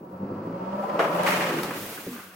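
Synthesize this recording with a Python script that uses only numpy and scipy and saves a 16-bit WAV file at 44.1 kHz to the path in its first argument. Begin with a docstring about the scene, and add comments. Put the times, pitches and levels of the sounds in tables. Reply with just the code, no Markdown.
"""A car revs in deep snow a few metres away, its firing harmonics sweeping through the exhaust's boom.
The body bumps and the drivetrain whines while the tyres grind and creak on packed snow; they break
loose with a knock, spin, and fling lumps and powder against the wheel wells. The throttle closes,
clods land, the powder sifts down and the body gives a last dull thump."""
import sys
import numpy as np
from scipy import signal
from scipy.fft import rfft, irfft, next_fast_len
from scipy.io import wavfile
from scipy.ndimage import map_coordinates

SR = 44100
rng = np.random.default_rng(int(sys.argv[2]) if len(sys.argv) > 2 else 0)


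def generate_wav(signal):
    """Clip the signal to [-1, 1] and save it as 16-bit WAV at the path in sys.argv[1]."""
    frames = np.transpose(np.atleast_2d(signal))
    scaled = np.clip(frames, -1, 1) * 32767
    pcm = np.round(scaled).astype(np.int16)
    wavfile.write(sys.argv[1], SR, pcm)


N = 103635

# The rev, up and back down. Each row: time in seconds, firing rate in Hz.
FIRING_RATE = [(0, 41.8), (.1, 45.34), (.23, 48.55), (.38, 51.8), (.55, 59.3), (.76, 66.88), (.96, 69.07),
               (1.06, 77), (1.15, 85.7), (1.23, 90.6), (1.35, 92.5), (1.43, 88.4), (1.56, 79.33),
               (1.63, 74.1), (1.7, 59.85), (1.8, 50.04), (2.15, 49.5), (2.35, 45.8)]
# The engine's throb, about one beat to four firings. Each row: time in seconds, beats per second,
# level on the beat in dB, pitch of the engine bay's rings as a ratio.
ENGINE_THROB = [(0, 10.8, -49.5, 0.99), (.2, 12, -41.5, 0.94), (.5, 12.4, -41, 1.02),
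                (.63, 15.2, -33, 0.92), (.76, 17.4, -32, 0.98), (.92, 20.8, -29, 1.04),
                (1.08, 19.3, -32, 1.02), (1.25, 21.1, -24, .968), (1.4, 20, -34.5, 0.95),
                (1.6, 19, -42, .96), (2.35, 9.9, -71, 0.99)]


def engine():
    """Firing harmonics sweep through the exhaust's boom, each a little unsteady."""
    # Exhaust fader. Each row: time in seconds, level in dB.
    exhaust_level = [(0, -32), (.06, -48), (.17, -37), (.24, -34.5), (.29, -43), (.34, -36.5), (.41, -39),
                     (.54, -34), (.68, -35.5), (.75, -33), (.84, -39), (.95, -36), (1.02, -39),
                     (1.12, -36.5), (1.22, -32.5), (1.4, -36), (1.5, -36), (1.58, -30), (1.68, -44),
                     (1.81, -41), (1.98, -57), (2.12, -50), (2.35, -52)]
    # Each row: multiple of the firing rate, strength in dB ahead of the pipe.
    harmonics = [(1, -2.5), (2, -1.5), (3, -4), (4, -6), (5, -16.5), (6, -21.5), (7, -11)]
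    # The exhaust pipe's resonances. Each row: frequency in Hz, gain in dB.
    pipe_eq = [(40, -40), (65, -22), (82, -29.5), (102, -6.5), (135, -20), (162, -5.5), (196, 4), (212, 1),
               (236, -15), (330, -4), (600, -19)]
    wobble, rough_db, throb_share = .007, 1.5, .49
    firing_hz = curve(FIRING_RATE) * (1 + wobble * walk(23.43))
    phase = 2 * np.pi * np.cumsum(firing_hz) / SR
    boom = 0
    for k, db in harmonics:
        gain = response(pipe_eq, k * firing_hz) * undb(db + rough_db * walk(39.84))
        boom += gain * np.sin(k * phase + 2 * np.pi * rng.random())
    return np.sqrt(2) * boom * undb(curve(exhaust_level)) * (1 + throb_share * beat())


def engine_bay():
    """The hollow engine bay rings with one strong beat in every engine cycle."""
    # Each row: base pitch in Hz, phase wanders per second, relative level in dB.
    rings = [(564.6, 18, -1), (754, 45, -7), (981, 30, -2), (1194, 56, -14)]
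    swing_db = 4.5
    phase_per_hz = 2 * np.pi * np.cumsum(curve(ENGINE_THROB, axis=3)) / SR
    pair = np.zeros((2, N))
    for voice in pair:
        for hz, wander, db in rings:
            voice += undb(db) * np.sin(hz * phase_per_hz + 2 * np.pi * rng.random() + walk(wander))
    level_db = curve(ENGINE_THROB, axis=2) + swing_db * (beat() - 1)
    return unit(spread(pair, side_db=10.5)) * undb(level_db)


def beat(peak_s=0.8):
    """The throb's pulse: swings between -1 and 1 once in every engine cycle."""
    cycles = np.cumsum(curve(ENGINE_THROB)) / SR
    return np.cos(2 * np.pi * (cycles - np.interp(peak_s, np.arange(N) / SR, cycles)))


def tyres():
    """Packed snow rumbles under the tread, and the crust tears in sudden crunches."""
    # Tone of the rumble and of the crunch. Each row: frequency in Hz, gain in dB.
    rumble_eq = [(25, -33), (78, -35), (115, -6), (160, 3), (215, 2), (260, 3), (345, 5.5), (450, -0.5),
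                 (700, -8.5), (2000, -69)]
    crunch_eq = [(80, -51), (260, -11.5), (400, -3), (650, 1), (900, -3), (1400, -2), (2000, -13),
                 (3000, -18), (4500, -35.5), (6000, -35), (9000, -50), (16000, -51)]
    # Each row: time in seconds, level in dB.
    rumble_level = [(0, -43.5), (.18, -45), (.26, -38), (.5, -37.5), (.75, -42), (1.0, -35.5), (1.3, -35),
                    (1.56, -34), (1.78, -39), (1.95, -45.5), (2.18, -49), (2.35, -62.5)]
    # Each row: start in seconds, level in dB, decay in seconds.
    crunch_hits = [(.728, -44, .012), (.895, -33.5, .011), (.951, -36, .01), (.991, -20, 0.058),
                   (1.022, -29, .015), (1.042, -24.5, .018), (1.128, -28.5, 0.0094), (1.148, -31.5, 0.014),
                   (1.192, -25.5, 0.0095)]
    rumble = spread(colour(grains(1500, scatter_db=2.5), rumble_eq), side_db=-0.5)
    crunch = spread(colour(grains(5000, scatter_db=0.6), crunch_eq), side_db=0.5)
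    return rumble * undb(curve(rumble_level)) + crunch * bursts(crunch_hits, attack_s=.002)


def creaks():
    """The tread sticks and slips on packed snow: short, rough groans that swell and fade. The last, low one is
    the body ringing on just after its final thump."""
    # Each row: start in seconds, length in seconds, pitch in Hz, phase wanders per second, level in dB.
    groans = [(0.831, 0.022, 827, 150, -29), (1.483, 0.19, 346, 20, -33.5), (1.732, 0.074, 280.5, 31, -38),
              (2.101, 0.082, 239.4, 12.22, -39.5)]
    t, out = np.arange(N) / SR, 0
    for start, length, hz, wander, db in groans:
        swell = np.sin(np.pi * np.clip((t - start) / length, 0, 1))
        out += np.sqrt(2) * undb(db) * swell * np.sin(2 * np.pi * hz * t + walk(wander))
    return out


def wheel_knock(start_s=1):
    """The wheel rings briefly as the tread breaks loose."""
    # Each row: pitch in Hz, level in dB, decay in seconds.
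    wheel_modes = [(390, -26.5, 0.018), (480, -24, 0.0099), (660, -28, 0.052)]
    t, out = np.arange(N) / SR, 0
    for hz, db, decay in wheel_modes:
        ring = np.sqrt(2) * np.sin(2 * np.pi * (hz * t + rng.random()))
        out += ring * bursts([(start_s, db, decay)])
    return out


def flung_snow():
    """The spinning wheels throw a spray of lumps that pelts the wheel wells in uneven spurts."""
    # Tone of the spray and of the spurts. Each row: frequency in Hz, gain in dB.
    spray_eq = [(60, -45), (150, -33), (400, 0), (700, -1), (1200, -2), (1700, -3), (2200, -6.5),
                (2900, -7.5), (3800, -17.5), (6000, -21), (10000, -29), (16000, -39)]
    spurt_eq = [(80, -47), (300, -12), (800, 4), (1500, -3.5), (2150, 3), (2900, -12), (3800, -19),
                (8000, -23), (16000, -36)]
    # Each row: time in seconds, level in dB.
    spray_level = [(0, -74), (.78, -51.5), (.97, -51.5), (1.01, -35.5), (1.1, -43.5), (1.24, -35),
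                   (1.29, -27), (1.35, -29), (1.39, -29), (1.45, -30.5), (1.55, -35), (1.72, -39),
                   (1.85, -45), (2.05, -47.5), (2.35, -55.5)]
    # Each row: start in seconds, level in dB, decay in seconds.
    spurt_hits = [(1.263, -23, 0.022), (1.274, -23, 0.023), (1.302, -26.5, .016), (1.317, -24, 0.04),
                  (1.346, -28, 0.015), (1.404, -27, 0.028), (1.439, -29, 0.011), (1.495, -31.5, 0.011)]
    flutter_db = 1.5
    spray = spread(colour(grains(5400, scatter_db=1), spray_eq), side_db=0.8)
    spray *= undb(curve(spray_level) + flutter_db * walk(70.07))
    spurts = spread(colour(grains(3500, scatter_db=1.3), spurt_eq), side_db=1)
    return spray + spurts * bursts(spurt_hits)


def clods():
    """Each clod crumbles as it lands and rings at a pitch of its own."""
    # Each row: start in seconds, level in dB, decay in seconds, ring pitch in Hz.
    landings = [(1.587, -32, .014, 1005), (1.706, -29, 0.013, 1000), (1.974, -37, 0.012, 1547),
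                (2.128, -41, .018, 1190), (2.162, -40, 0.019, 1503), (2.189, -45.5, 0.09, 1430)]
    # Tone of the crumble. Each row: frequency in Hz, gain in dB.
    clod_eq = [(80, -38), (300, -26), (700, -16), (1150, 3), (1650, -1.5), (2100, -6), (2700, -7),
               (3500, -26), (10000, -26)]
    ring_width_hz, ring_db = 194, 8
    crumble, out = grains(4000, scatter_db=1), 0
    for start, db, decay, hz in landings:
        ring = colour(crumble, clod_eq, [(hz, ring_width_hz, ring_db)])
        out += spread(ring, side_db=-3) * bursts([(start, db, decay)])
    return out


def frozen_lumps():
    """Frozen lumps crack against the car in hard snaps of noise."""
    # Each row: start in seconds, level in dB, decay in seconds.
    crack_hits = [(.992, -33, 0.011), (1.498, -31, .01), (1.631, -28, .015)]
    # Tone of the crack. Each row: frequency in Hz, gain in dB.
    crack_eq = [(200, -12), (800, 0), (1250, 6.5), (1700, -3), (3000, -12), (4300, -8), (7000, -19.5),
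                (16000, -24)]
    crack = spread(colour(rng.standard_normal((2, N)), crack_eq), side_db=-7)
    return crack * bursts(crack_hits, attack_s=.003)


def body_thumps():
    """Soft blows to the body and suspension ring the car's low modes."""
    # Each row: start in seconds, relative strength in dB.
    blows = [(.228, -26), (0.247, -26.5), (0.312, -22.5), (.334, -31), (.465, -29), (.495, -30),
             (1.68, -31), (2.066, -20.5)]
    # Each row: pitch in Hz, relative level in dB, seconds to fall by 60 dB.
    body_modes = [(131.5, -6, 0.1134), (184.7, -1, 0.19), (252.7, -3, 0.35), (288.5, -2.5, 0.2),
                  (337, -7.5, 0.25), (379.5, 7.5, 0.047), (457, -5, 0.26), (549, 6.5, 0.032)]
    detune, attack_s = .0203, .0062
    t, out = np.arange(N) / SR, 0
    for start, db in blows:
        age = np.maximum(t - start, 0)
        for hz, mode_db, t60 in body_modes:
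            pitch = hz * (1 + detune * rng.standard_normal())
            ring = np.sin(2 * np.pi * pitch * age + 2.32 * rng.standard_normal())
            envelope = np.minimum(age / attack_s, 1) * np.exp(-np.log(1000) * age / t60)
            out += undb(db + mode_db) * ring * envelope
    return 0.35 * out


def drivetrain_whirr():
    """The loaded drivetrain whirrs: resonant noise that pulses with the firings."""
    # Broad tone. Each row: frequency in Hz, gain in dB.
    whirr_eq = [(60, -52), (300, -19), (480, 3.5), (800, -0.5), (1150, -2), (1500, -10), (2000, -19),
                (2700, -23), (3500, -37.5), (4600, -29), (7000, -45), (15000, -58)]
    # Narrow resonances. Each row: centre in Hz, width in Hz, boost in dB.
    whirr_rings = [(550, 23, 7.1), (910, 62, 1.1), (1322.4, 19, 11.3)]
    # Each row: time in seconds, level in dB.
    whirr_level = [(0, -56.5), (.15, -49.5), (.3, -43.5), (.6, -41.5), (.8, -37.5), (.97, -30.5),
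                   (1.2, -30.5), (1.45, -33.5), (1.7, -41.5), (1.95, -48), (2.35, -85)]
    firing_phase = 2 * np.pi * np.cumsum(curve(FIRING_RATE)) / SR
    pulsing = rng.standard_normal((2, N)) * (1 + 0.12 * np.sin(firing_phase))
    return spread(colour(pulsing, whirr_eq, whirr_rings), side_db=-2) * undb(curve(whirr_level))


def drivetrain_whine():
    """A rough, throbbing whine, with a softer tone one firing rate below it."""
    # Each row: time in seconds, pitch in Hz, level in dB.
    glide = [(0, 522, -55.5), (.3, 520.4, -48), (.39, 524, -41.5), (.52, 548, -45.5), (.64, 580.7, -41.5),
             (.79, 593, -36), (.86, 597, -44), (.96, 598.3, -34), (1.08, 590, -44), (1.15, 593, -29),
             (1.22, 608.6, -29.5), (1.29, 605, -37), (1.6, 580.7, -48), (2.35, 452, -89)]
    flutter_db, jitter_rad, lower_db, throb_share = 2.5, .8, -11, .44

    def rough_tone(angle):
        flutter = undb(flutter_db * walk(34.3))
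        return flutter * np.sin(angle + jitter_rad * walk(30) + 2 * np.pi * rng.random())

    phase = 2 * np.pi * np.cumsum(curve(glide)) / SR
    lower_phase = phase - 2 * np.pi * np.cumsum(curve(FIRING_RATE)) / SR
    pair = np.array([rough_tone(phase) + undb(lower_db) * rough_tone(lower_phase) for _ in range(2)])
    pair *= 1 + throb_share * beat()
    return spread(pair, side_db=-14) * undb(curve(glide, axis=2))


def powder():
    """Fine snow sifts down close by in a grainy hiss, and a few ice specks tick as they strike."""
    # Tone of the powder and of the ticks. Each row: frequency in Hz, gain in dB.
    powder_eq = [(500, -18), (2000, 1), (4500, -3.5), (8000, -4), (12000, -1.5), (16000, -0.5)]
    tick_eq = [(1000, 6), (5000, -3), (9000, -8), (11500, 7), (16000, -7)]
    # Each row: time in seconds, level in dB.
    powder_level = [(0, -72), (.7, -72), (.84, -58.5), (.96, -60.5), (1.01, -50), (1.12, -51.5),
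                    (1.15, -45), (1.22, -48.5), (1.29, -36.5), (1.4, -42.5), (1.58, -42), (1.74, -44.5),
                    (1.79, -38), (1.88, -40.5), (1.92, -40.5), (2.0, -42), (2.2, -47.5), (2.35, -55)]
    # Each row: start in seconds, level in dB, decay in seconds.
    tick_hits = [(1.234, -27.5, 0.00097), (1.632, -30.5, 0.003), (1.863, -36, 0.0025)]
    flutter_db = 1.27
    hiss = grains(9000, scatter_db=0.5) + 0.59 * rng.standard_normal((2, N))
    sift = spread(colour(hiss, powder_eq), side_db=-0.5)
    sift *= undb(curve(powder_level) + flutter_db * walk(44.95))
    ticks = spread(colour(rng.standard_normal((2, N)), tick_eq))
    return sift + ticks * bursts(tick_hits, attack_s=.0011)


def walls(x, wet_db=-9, t60_s=.21, delay_s=.0015):
    """Close walls add a short, dense slap."""
    t = np.arange(N // 8) / SR
    tail = rng.standard_normal(len(t)) * (t > delay_s) * np.exp(-np.log(1000) * t / t60_s)
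    wet = signal.fftconvolve(x, tail[None] / np.linalg.norm(tail), axes=1)[:, :N]
    return (x + undb(wet_db) * wet) / np.hypot(1, undb(wet_db))


def whistle(hz=15735, db=-71.5):
    """A thin, barely audible high tone."""
    return np.sqrt(2) * undb(db) * np.sin(2 * np.pi * hz * np.arange(N) / SR + walk(25))


def undb(db):
    """Decibels to gain."""
    return 10 ** (np.asarray(db) / 20)


def curve(rows, axis=1):
    """One column of a table, joined by straight lines in time."""
    rows = np.array(rows)
    return np.interp(np.arange(N) / SR, rows[:, 0], rows[:, axis])


def response(points, hz):
    """Gain of (Hz, dB) points at the given frequencies."""
    f, db = np.array(points).T
    return undb(np.interp(np.log(np.maximum(hz, 1)), np.log(f), db))


def unit(x):
    """Scale to rms 1."""
    return x / np.sqrt(np.mean(x ** 2))


def colour(x, points, rings=()):
    """Filter by a broad EQ curve and any narrow resonances."""
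    size = next_fast_len(2 * N)
    hz = np.arange(size // 2 + 1) * SR / size
    gain = response(points, hz)
    for centre, width, db in rings:
        gain = gain * (1 + (undb(db) - 1) / (1 + 2j * (hz - centre) / width))
    return irfft(rfft(x, size) * gain, size)[..., :N]


def spread(pair, side_db=0):
    """Two unrelated signals as mid and side: bass centred, treble wide."""
    # Stereo width. Each row: frequency in Hz, side gain in dB before side_db is added.
    side_eq = [(60, -27), (170, -19), (300, -23.5), (520, -14), (1000, -3), (2200, -2.5), (4500, 1),
               (8000, -3), (16000, -8.5)]
    mid, side = unit(pair[0]), undb(side_db) * colour(unit(pair[1]), side_eq)
    return np.array([mid + side, mid - side])


def walk(rate):
    """Smooth random wander with rms 1, through `rate` points a second."""
    knots = rng.standard_normal(2048)
    return unit(map_coordinates(knots, [np.arange(N) / SR * rate], order=3, mode="mirror"))


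def grains(per_s, scatter_db):
    """Two showers of tiny impacts, most weak and a few strong."""
    hit = rng.random((2, N)) < per_s / SR
    polarity = rng.choice([-1, 1], (2, N))
    return hit * polarity * undb(scatter_db * np.minimum(rng.exponential(size=(2, N)), 6))


def bursts(rows, attack_s=.0021):
    """Envelope of hits that rise quickly and die away."""
    t, power = np.arange(N) / SR, 0
    for start, db, decay in rows:
        age = np.maximum(t - start, 0)
        rise = np.minimum(age / attack_s, 1)
        fall = np.exp(-np.maximum(age - attack_s, 0) / decay)
        power += (undb(db) * rise * fall) ** 2
    return np.sqrt(power)


def scene():
    """The straining car, its tyres' fight for grip and the snow they throw."""
    car = engine() + engine_bay() + body_thumps() + drivetrain_whirr() + drivetrain_whine()
    grip = tyres() + creaks() + wheel_knock()
    snow = walls(flung_snow()) + clods() + frozen_lumps() + powder()
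    return car + grip + snow + whistle()


def record(dry):
    """A steep low-pass trims the very top of the treble."""
    top_hz = 16100
    return signal.sosfilt(signal.ellip(10, .2, 70, top_hz, fs=SR, output="sos"), dry)


dry = scene()
out = record(dry)
generate_wav(out)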